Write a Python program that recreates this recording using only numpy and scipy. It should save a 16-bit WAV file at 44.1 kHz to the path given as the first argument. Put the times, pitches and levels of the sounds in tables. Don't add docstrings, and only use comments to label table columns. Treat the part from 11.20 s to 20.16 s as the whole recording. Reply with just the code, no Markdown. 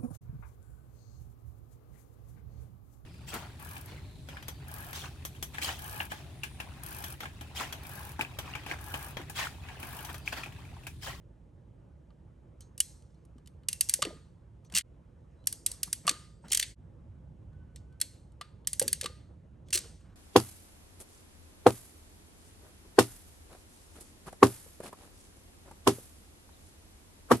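import sys
import numpy as np
from scipy import signal
from scipy.fft import rfft, irfft, next_fast_len
from scipy.io import wavfile
from scipy.ndimage import uniform_filter1d, map_coordinates

SR = 44100
rng = np.random.default_rng(int(sys.argv[2]) if len(sys.argv) > 2 else 0)


def field_ratio(decibels):
    return 10 ** (np.asarray(decibels, dtype=float) / 20)


def master_out(mix):
    frames = np.transpose(np.atleast_2d(mix))
    ceiling = np.clip(frames, -1, 1)
    pcm = np.round(ceiling * 32767).astype(np.int16)
    wavfile.write(sys.argv[1], SR, pcm)


N = 395047
TIME = np.arange(N) / SR

# centre in Hz, width in Hz, level in dB.
PAWL_MODES = [(4600, 520, -7.5), (5993, 1400, -4), (7400, 900, -2.5), (8713, 700, -1.5)]
PAWL_TIP_MODES = [(9300, 1500, -2), (10400, 1000, 3), (12300, 900, -8.5)]
FRAME_MODES = [(1600, 370, -8.5), (2030, 280, -1.5), (2684, 814, -2.5), (3600, 1400, -2), (4500, 500, -1)]
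JAW_MODES = [(1700, 350, -4), (1208, 200, 1.5), (1220, 25, 4.5)]
# start in seconds, level in dB, pitch in
# Hz, 60 dB decay in seconds.
PANELS = [(2.487, -52.5, 2740, 0.23), (2.53, -59.5, 2720, .3), (2.61, -49, 2720, 0.2),
          (2.826, -49, 1223, 0.44), (4.881, -47.5, 1222, 0.53), (2.826, -61, 4530, 0.48),
          (4.893, -61, 4600, .5), (6.814, -55.5, 4284, 0.4), (7.213, -57.5, 1220, .35),
          (1.6028, -17, 2900, 0.02), (1.606, -24, 3080, .022), (1.407, -68, 6520, .3),
          (1.407, -70, 6200, .2), (1.407, -71, 5850, .2), (1.407, -66, 8200, .12), (1.407, -66, 3100, .1),
          (1.407, -70, 4000, .12), (1.903, -66, 5500, .016), (1.943, -66, 5600, .018),
          (1.953, -69, 4200, .03), (1.823, -63, 4600, .016), (7.596, -33, 1620, .022),
          (7.679, -35, 1700, .022), (7.729, -34, 1680, .022), (7.811, -33, 1700, .022),
          (6.814, -26, 4230, .025), (1.604, -48, 8000, .2), (6.814, -52, 3327, .15), (6.814, -59, 4130, .5),
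          (6.814, -58, 4400, .3), (6.814, -56, 8540, .25), (6.814, -60, 8060, .4), (6.814, -60, 7560, .35),
          (1.604, -50, 3332, .14), (1.604, -60, 4124, .5), (1.604, -57, 6320, .25), (7.86, -60, 4377, .35),
          (7.86, -63, 4151, .42), (2.695, -56, 4600, .25), (4.893, -62, 4727, .8), (7.86, -55, 1220, 0.43)]


def crimper():
    s, db, frame_db, jaw_db, t60, link_hz, rise = contacts()
    dragged = rise > rise.min()
    heavy = (frame_db > -9.9) & ~dragged
    pawl_db = db - 7 + 2.5 * (dragged + 1.6 * heavy)
    tip_db = db - 5 - 3 * (dragged | heavy)
    edge_db = db - 9.5 + 6.5 * dragged - 6 * heavy
    pawl = steel(PAWL_MODES, s, pawl_db, t60, rise, bay_db=-21.5, garage_db=-32.5, garage_t60=0.5)
    tip = steel(PAWL_TIP_MODES, s, tip_db, 1.1 * t60, rise, bay_db=-22.5, garage_db=-31.5, garage_t60=0.3)
    edge = filtered(strokes(s, edge_db, 0.013, rise) * rng.standard_normal(N), body([(15000, 2900, 0)]))
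    frame = steel(FRAME_MODES, s, db + frame_db + 0.5, t60, rise, bay_db=-14, garage_db=-30, garage_t60=0.52)
    jaw = steel(JAW_MODES, s, db + jaw_db - 8, 0.6 * t60, rise, bay_db=-6, garage_db=-25, garage_t60=0.52)
    rings = ring(s, db + jaw_db + 6.5, 1175, 0.029, beat=0) + plates(s, db - 26)
    for offset_db, detune in [(1.2, 0), (-3, 0.09)]:
        hz = link_hz * (1 + detune * rng.uniform(-1, 1, len(s)))
        rings = rings + ring(s + 0.0006, db + frame_db + offset_db, hz, 0.021, beat=0)
    small = filtered(pawl + tip + frame, lambda hz: (1j * hz / (1j * hz + 1100)) ** 2)
    panels = ring(*np.transpose(PANELS), beat=0.45)
    return small + edge + jaw + rings + panels


# start in seconds, peak in dB, frame in dB re pawl, ringing link in Hz.
TEETH = [(1.5781, -25.5, -19, 2920), (2.4848, -12, -17, 2830), (2.5283, -17.5, -18, 4070),
         (2.608, -7, -19, 2830), (2.6872, -18.5, -21, 4600), (2.6936, -10, -17.5, 4440),
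         (2.7373, -8.5, -17.5, 4530), (4.2705, -10, -21.5, 4640), (4.3257, -19.5, -20.5, 4660),
         (4.4618, -10, -17, 3970), (4.5149, -20, -19.5, 4000), (4.6304, -12, -17, 4880),
         (4.7281, -13, -16.5, 4900), (7.4714, -12, -19, 3110), (7.5305, -15.5, -19, 4800),
         (7.5949, -9, -20, 4500), (7.624, -17.5, -17, 4650), (7.6783, -12, -15, 4600),
         (7.7286, -12, -16, 4480)]
# start in seconds, peak in
# dB, frame in dB re pawl, jaw in dB re pawl, ringing link in Hz.
BITES = [(1.6018, -9.5, -20, -43, 3100), (2.8197, -21, -5, -26, 2700), (2.8236, -20.5, -4, -3, 2830),
         (2.8359, -41.5, 9, -8, 4690), (2.8492, -32.5, 3, -29, 2810), (4.867, -21.5, -13, -26, 2580),
         (4.8771, -16.5, -4, -3, 2850), (4.8919, -13.5, -6.5, -32, 4500), (4.9104, -29, -7.5, -15, 3520),
         (6.8008, -37, -11, -35.5, 4360), (6.8125, -13.5, -14, -43, 4250), (7.211, -37, 3.5, 2.5, 3050),
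         (7.6144, -28.5, -2, -26, 4680), (7.8109, -21.5, -9.5, -36, 3685), (7.8274, -53, 6, -21, 3460),
         (7.832, -34.5, -3, -31, 2450), (7.8409, -30, -3, -16, 3090), (7.8579, -27, 0, -4.5, 3700)]
# start in seconds, peak in dB, frame in dB re pawl, jaw in dB re pawl.
TICKS = [(0.9038, -77, 10, 15), (1.4058, -40.5, -17, -40), (1.8217, -60, -8, -30), (1.905, -77.5, 0, -10),
         (1.9447, -70, -6, -15), (2.0501, -56, -17, -17.5), (2.1811, -60, -5, -4.5),
         (2.2593, -53.5, -7.5, -30), (2.2727, -43.5, -10, -37.5), (2.433, -67.5, 5, -10),
         (4.2396, -65, 1, -16), (4.257, -54, -17, -50), (4.6742, -42, -21.5, -8), (6.3294, -76, 0, 5.5),
         (6.559, -41.5, -6.5, -36), (6.7243, -67, -3, -9.5), (7.1194, -64, -8, -11), (7.4465, -69.5, 10, 5)]
# start in seconds, peak in dB, frame in dB re pawl, ringing link in Hz.
RATTLE = [(3.4484, -54, -10, 2437), (3.4996, -51.5, -2.5, 3220), (3.5232, -36, -12, 2690),
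          (3.5395, -33, -3.5, 2850), (3.549, -19, -16, 5300), (3.5518, -13, -10, 2780),
          (3.559, -13, -12, 2830), (3.5658, -11, -10, 2700), (3.5738, -11, -9, 2800),
          (3.5778, -19, -12, 2800), (3.5837, -9, -13, 3070), (3.5915, -22, -12, 3000),
          (3.6098, -33, 0, 3080), (5.2828, -40, -8, 4060), (5.3022, -36, -14, 3040), (5.3075, -46, 6, 3000),
          (5.3172, -22, -14, 3636), (5.3205, -9, -13, 3200), (5.3312, -8.5, -13, 3450),
          (5.3482, -8, -14, 3243), (5.3735, -10, -16.5, 3210), (5.3975, -9, -16, 3000),
          (5.4115, -24, -9, 4376), (5.4272, -16, -5, 3510), (5.4335, -26, -5, 3700),
          (8.4854, -47, -6.5, 3370), (8.5055, -33, -13.5, 5500), (8.5275, -20, -13, 2750),
          (8.5303, -12, -11, 2750), (8.5358, -14, -16, 4180), (8.541, -12, -16, 2780),
          (8.5482, -12, -11, 2650), (8.5555, -11, -13, 4200), (8.5612, -18, -13, 4200),
          (8.5755, -14, -11, 4520), (8.5878, -22, -24, 4260), (8.81, -59.5, -3, 2860)]


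def contacts():
    rows = []
    for s, db, frame, hz in TEETH:
        t60 = 0.027 + 0.0007 * db
        rows.append((s, db, frame, -44.5, t60, hz, 0.0008))
    for s, db, frame, jaw, hz in BITES:
        rows.append((s, db, frame, jaw, 0.026, hz, 0.0008))
    for s, db, frame, jaw in TICKS:
        rows.append((s, db, frame, jaw, 0.022, 3000, 0.0008))
    for s, db, frame, hz in RATTLE:
        jaw = -44.5 - 0.4 * db
        rows.append((s - 0.0012, db - 2.5, frame + 1.5, jaw, 0.02, hz, 0.001))
        if db > -18:
            rows.append((s - 0.004, db - 12, frame - 4, -44.5, 0.02, hz, 0.0016))
    return np.transpose(rows)


def steel(modes, times, levels_db, t60s, rises, bay_db, garage_db, garage_t60):
    spikes = unit(rng.standard_normal(N) * field_ratio(2.2 * wobble(2500)))
    chatter = strokes(times, levels_db, np.maximum(t60s, 0.008), rises) * spikes
    bay = strokes(times, levels_db + bay_db, 0.091, rises=0.002)
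    garage = strokes(times, levels_db + garage_db, garage_t60, rises=0.016)
    blurred = [(hz, 1.2 * width, db) for hz, width, db in modes]
    diffuse = rush(body(blurred), [(1000, 0.6), (5000, 0.75), (9000, 0.96)], patchy_db=1.6)
    return filtered(chatter, body(modes)) + np.hypot(bay, garage) * diffuse


# centre in Hz, width in Hz, level in dB.
PLATE_MODES = [(2720, 14, -9), (3325, 22, -6), (4130, 10, -7), (4215, 11, -7), (4720, 9, -8), (5620, 8, -4),
               (6190, 9, -2), (6290, 10, -1), (6490, 11, -2), (6900, 9, -3), (7550, 8, -1), (7845, 9, -1),
               (8090, 8, -2), (8450, 10, 1)]


def plates(times, levels_db):
    blows = strokes(times, levels_db, 0.02, rises=0.001) * rng.standard_normal(N)
    take = np.searchsorted([cut for cut, *_ in SCENE_CHANGES], TIME)
    return sum((take == k) * filtered((take == k) * blows, body(PLATE_MODES)) for k in np.unique(take))


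# start in seconds, peak in dB, pitch in Hz, 60 dB decay in seconds.
KNOCKS = [(2.157, -45.5, 241.5, 0.059), (2.79, -37.5, 527, 0.052), (2.824, -32.5, 587, 0.033),
          (2.853, -28.5, 440, 0.03), (2.869, -26.5, 326, 0.027), (2.829, -36, 140, .04),
          (2.879, -38, 420, .03), (2.905, -39, 600, 0.04), (2.927, -43, 450, .04), (2.962, -46, 270, .05),
          (5.24, -46, 900, .03), (5.308, -46, 800, .02), (3.536, -42, 181, 0.15), (4.675, -44, 170, 0.088),
          (4.85, -41, 176, 0.13), (4.878, -27, 700, 0.025), (7.211, -41, 700, 0.025),
          (4.462, -50, 330, 0.07), (4.908, -36, 300, 0.039), (5.246, -45, 165, 0.05),
          (5.254, -48, 210, 0.15), (5.306, -47, 360, 0.042), (7.616, -18.5, 500, 0.03),
          (7.628, -39, 554, 0.1), (7.897, -46, 500, .04), (8.655, -46, 450, .05),
          (7.828, -37.5, 529, 0.027), (7.843, -32, 480, 0.035), (7.857, -32, 276, 0.018),
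          (8.551, -39, 364, 0.11), (8.598, -44, 170, 0.04), (8.699, -47, 194, 0.05)]


def tank():
    out, t = np.zeros(N + SR), np.arange(SR // 5) / SR
    for s, db, hz, t60 in KNOCKS:
        sag = 1 + 0.03 * np.exp(-t / 0.006)
        tone = np.sin(2 * np.pi * hz * np.cumsum(sag) / SR)
        tone = tone + 0.2 * np.sin(2 * np.pi * 1.55 * hz * t)
        fade = field_ratio(db + 2 - 60 * t / t60) * (1 - np.exp(-t / 0.0013))
        out[round(s * SR):][:len(t)] += fade * tone
    s, db = np.transpose(KNOCKS)[:2]
    boom = rush(body([(282, 430, -1.4), (525, 250, -0.63)]), [(300, 1.0)], patchy_db=-1)
    return out[:N] + strokes(s, db - 22.5, 0.33, rises=0.006) * boom


# start in seconds, hold in seconds, first level in dB, last level in dB.
RUSTLE = [(1.422, .07, -67, -92), (5.29, .025, -62, -60), (1.75, .3, -88, -88), (3.45, .03, -73, -79.5),
          (3.52, .002, -70.5, -71), (4.0, .22, -92, -87), (5.232, .04, -80, -84), (3.518, .03, -70, -64),
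          (6.565, .08, -61, -95), (8.47, .01, -80, -76)]
# time in seconds, pitch in Hz, level in dB.
SPRING = [
    [(4.17, 3900, -94), (4.2, 3950, -83.5), (4.25, 4050, -84), (4.265, 4050, -99)],
    [(5.12, 7100, -90), (5.145, 7400, -80), (5.17, 8050, -82.5), (5.2, 8300, -94), (5.23, 8200, -78),
     (5.255, 7950, -72), (5.28, 8000, -80), (5.29, 8000, -98)],
]


def grip():
    level_db = gestures(RUSTLE, attack_s=0.02, release_s=0.02, quiet_db=-100)
    colour = body([(4000, 1200, -3.5), (6430, 1200, 0), (8300, 1200, -4)])
    out = field_ratio(level_db + 2.5 * wobble(55)) * rush(colour, [(5000, 1.0)], patchy_db=3.5)
    for s, hz, db in map(np.transpose, SPRING):
        pitch = np.interp(TIME, s, hz) + 50 * wobble(150)
        squeak_db = np.interp(TIME, s, db, left=-140, right=-140) + 3 * wobble(70)
        out = out + field_ratio(squeak_db) * np.sin(2 * np.pi * np.cumsum(pitch) / SR)
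    return out


# start in seconds, hold in seconds, first level in dB, last level in dB.
HANDLING = [(2.86, .04, -54, -67), (2.91, .06, -68, -71), (3.52, .07, -60, -60.5), (4.48, .15, -67, -70),
            (4.68, .002, -61, -64), (4.855, .1, -55, -64), (5.25, .04, -57, -67.5), (5.33, .12, -61, -68.5),
            (8.56, .06, -56, -64.5), (8.64, .08, -62, -74), (8.8, .14, -72, -70)]


def palm():
    level_db = gestures(HANDLING, attack_s=0.035, release_s=0.045, quiet_db=-100)
    colour = body([(450, 300, 0), (770, 180, 1), (1200, 500, -3)])
    return field_ratio(level_db + 3.3 * wobble(70)) * rush(colour, [(500, 1.0)], patchy_db=2.5)


# time in seconds, rumble level in dB.
HUM = [(0, -54), (1.3, -54.5), (1.55, -57), (2.2, -53.5), (3.2, -54.5), (5.3, -55), (5.9, -50),
       (6.4, -51.5), (7.1, -54), (7.7, -51.5), (8.3, -53.5), (8.96, -52.5)]
# frequency in Hz, density in dB per Hz.
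RUMBLE = [(12, -46.5), (20, -31), (32, -16), (54, 2.5), (70, 2), (134, -4), (162, -4.5), (201, -11.5),
          (353, -23.5), (400, -29), (520, -66.5), (880, -120)]
ROAD = [(150, -30.5), (250, -4), (354, -1.5), (393, -7), (519, -4), (770, -15), (835, -11), (949, -14.5),
        (4000, -38.5), (5200, -64), (8800, -120)]
AIR = [(1500, -30), (2400, -5), (3100, -2), (3500, -7), (4300, -7.5), (9500, -7), (10400, -14),
       (11400, -11), (12300, -12), (13500, -60)]
# start in seconds, hold in seconds, first level in dB, last level in dB.
SQUEAL = [
    (5.98, .06, -81.5, -82.5),
    (6.32, .34, -81, -81.5),
    (6.7, .22, -80, -83),
]
# frequency in Hz, left-right likeness from -1 to 1.
ALIKE = [(60, 0.97), (150, 0.97), (380, 0.55), (950, 0.29), (2380, 0.81), (5980, 1), (15000, -0.32)]
# frequency in Hz, left minus right in dB.
LEAN = [(60, -2.5), (300, -3), (1300, 0.5), (4000, -1)]


def traffic():
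    rumble_db = np.interp(TIME, *np.transpose(HUM))
    swell_db = rumble_db - rumble_db.mean()
    road_db, air_db = -66.3 + 0.1 * swell_db, -87.5 + 0.1 * swell_db
    rumble = rush(lambda hz: field_ratio(along(RUMBLE, hz)), ALIKE, patchy_db=1.0)
    road = rush(lambda hz: field_ratio(along(ROAD, hz)), ALIKE, patchy_db=2.0)
    air = rush(lambda hz: field_ratio(along(AIR, hz)), ALIKE, patchy_db=0.3)
    out = field_ratio(rumble_db + 0.4 * wobble(3)) * rumble
    out = out + field_ratio(road_db + 0.8 * wobble(3.9)) * road + field_ratio(air_db) * air
    squeal_db = gestures(SQUEAL, attack_s=0.07, release_s=0.07, quiet_db=-96)
    turn = 2 * np.pi * np.cumsum(1505 + 18 * wobble(25)) / SR
    squeal = field_ratio(squeal_db + 4.6 * wobble(26)) * (np.sin(turn) + 0.12 * np.sin(2 * turn))
    return filtered(out + squeal, lambda hz: field_ratio(along(LEAN, hz) * [[0.5], [-0.5]]))


def strokes(times, levels_db, t60s, rises):
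    power = np.zeros(N + SR)
    for s, db, t60, rise in np.broadcast(times, levels_db, t60s, rises):
        t = TIME[:int(SR * min(1.4 * t60, 0.75))]
        decay = field_ratio(2 * db) * np.exp(-np.log(1e6) * t / t60)
        onset = np.expm1(-(t / rise) ** 2) ** 2
        power[round(s * SR):][:len(t)] += decay * onset * until_change(s, t)
    return np.sqrt(power[:N])


def ring(times, levels_db, hzs, t60s, beat):
    out, t = np.zeros(N + SR), TIME[:SR // 3]
    for s, db, hz, t60 in np.broadcast(times, levels_db, hzs, t60s):
        fade = field_ratio(db - 60 * t / t60) * (1 - np.exp(-t / 0.002)) * until_change(s, t)
        blur = beat * hz / 1e5 * 2.4 * np.cumsum(rng.standard_normal(len(t)))
        twin = 1 + beat * np.sin(2 * np.pi * rng.uniform(15, 40) * t)
        out[round(s * SR):][:len(t)] += fade * twin * np.sin(2 * np.pi * hz * t + blur)
    return out[:N]


# time in seconds, fade out in seconds, fade in in seconds.
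SCENE_CHANGES = [
    (3.624, .022, .03),
    (5.551, .04, .04),
]


def until_change(s, t):
    return t < min([cut - s for cut, *_ in SCENE_CHANGES if cut > s] + [1])


def gestures(rows, attack_s, release_s, quiet_db):
    levels = []
    for s, hold, first, last in rows:
        times = [s - attack_s, s, s + hold, s + hold + release_s]
        levels.append(np.interp(TIME, times, [quiet_db, first, last, quiet_db], left=-120, right=-120))
    return np.max(levels, axis=0)


def rush(colour, alike, patchy_db):
    z = signal.stft(rng.standard_normal((2, N)), nperseg=512)[2]
    field = uniform_filter1d(rng.standard_normal(z.shape[1:]), size=5, axis=0)
    field = uniform_filter1d(field, size=8, axis=1)
    pair = signal.istft(z * field_ratio(patchy_db * unit(field)), nperseg=512)[1][:, :N]

    def mid_side(hz):
        turn = np.arccos(np.clip(along(alike, hz), -1, 1)) / 2
        return colour(hz) * [np.cos(turn), np.sin(turn)]

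    mid, side = filtered(pair, mid_side)
    return unit(np.array([mid + side, mid - side]))


def body(modes):
    def response(f):
        shape = 0
        for k, (centre, width, db) in enumerate(modes):
            damping = 1j * f * width
            shape = shape + (-1) ** k * field_ratio(db) * damping / (centre * centre - f * f + damping)
        return shape / np.sqrt(np.mean(abs(shape) ** 2))
    return response


def wobble(rate):
    return map_coordinates(rng.standard_normal(int(N * rate / SR) + 4), [TIME * rate])


def unit(x):
    return x / np.sqrt(np.mean(x ** 2) + 1e-20)


def along(points, hz):
    f, v = np.transpose(points)
    return np.interp(np.log(hz + 1), np.log(f + 1), v)


def filtered(x, response):
    m = 2 * next_fast_len(N // 2 + SR // 4)
    return irfft(rfft(x, m) * response(np.fft.rfftfreq(m, 1 / SR)), m)[..., :N]


def causal(gain):
    cepstrum = irfft(np.log(gain))
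    half = len(cepstrum) // 2
    return np.exp(rfft(np.r_[cepstrum[0], 2 * cepstrum[1:half], np.zeros(half)]))


def scene():
    return crimper() + tank() + grip() + palm() + traffic()


def band_limit(x):
    return signal.sosfilt(signal.butter(12, 17020, fs=SR, output="sos"), x)


# frequency in Hz, gain in dB.
CAPSULE = [(3000, 0), (9300, 0), (11000, 1.5), (12400, -6.5), (13800, -19), (14700, -18), (16200, -17),
           (16800, -50), (17000, -100)]
# frequency in Hz, left lead in radians.
LEAD = [(200, 0), (380, .4), (1290, .75), (2070, -.2), (3450, .7), (4800, .55), (6460, .2), (8100, .6),
        (8790, -.2), (9390, -1.7), (11500, -5.6), (12500, -7.6), (14000, -9.5), (15200, -12.4)]


def record(dry):
    def capsule(hz):
        lead = np.exp(1j * along(LEAD, hz) * [[0.5], [-0.5]])
        return causal(field_ratio(along(CAPSULE, hz))) * lead

    ports = filtered(dry, capsule)
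    ports = ports / (1 + abs(ports / 0.5) ** 4) ** (1 / 4)
    for cut, fade_out, fade_in in SCENE_CHANGES:
        ports = ports * np.clip(np.maximum((cut - TIME) / fade_out, (TIME - cut) / fade_in), 0, 1)
    return band_limit(ports)


dry = scene()
out = record(dry)
master_out(out)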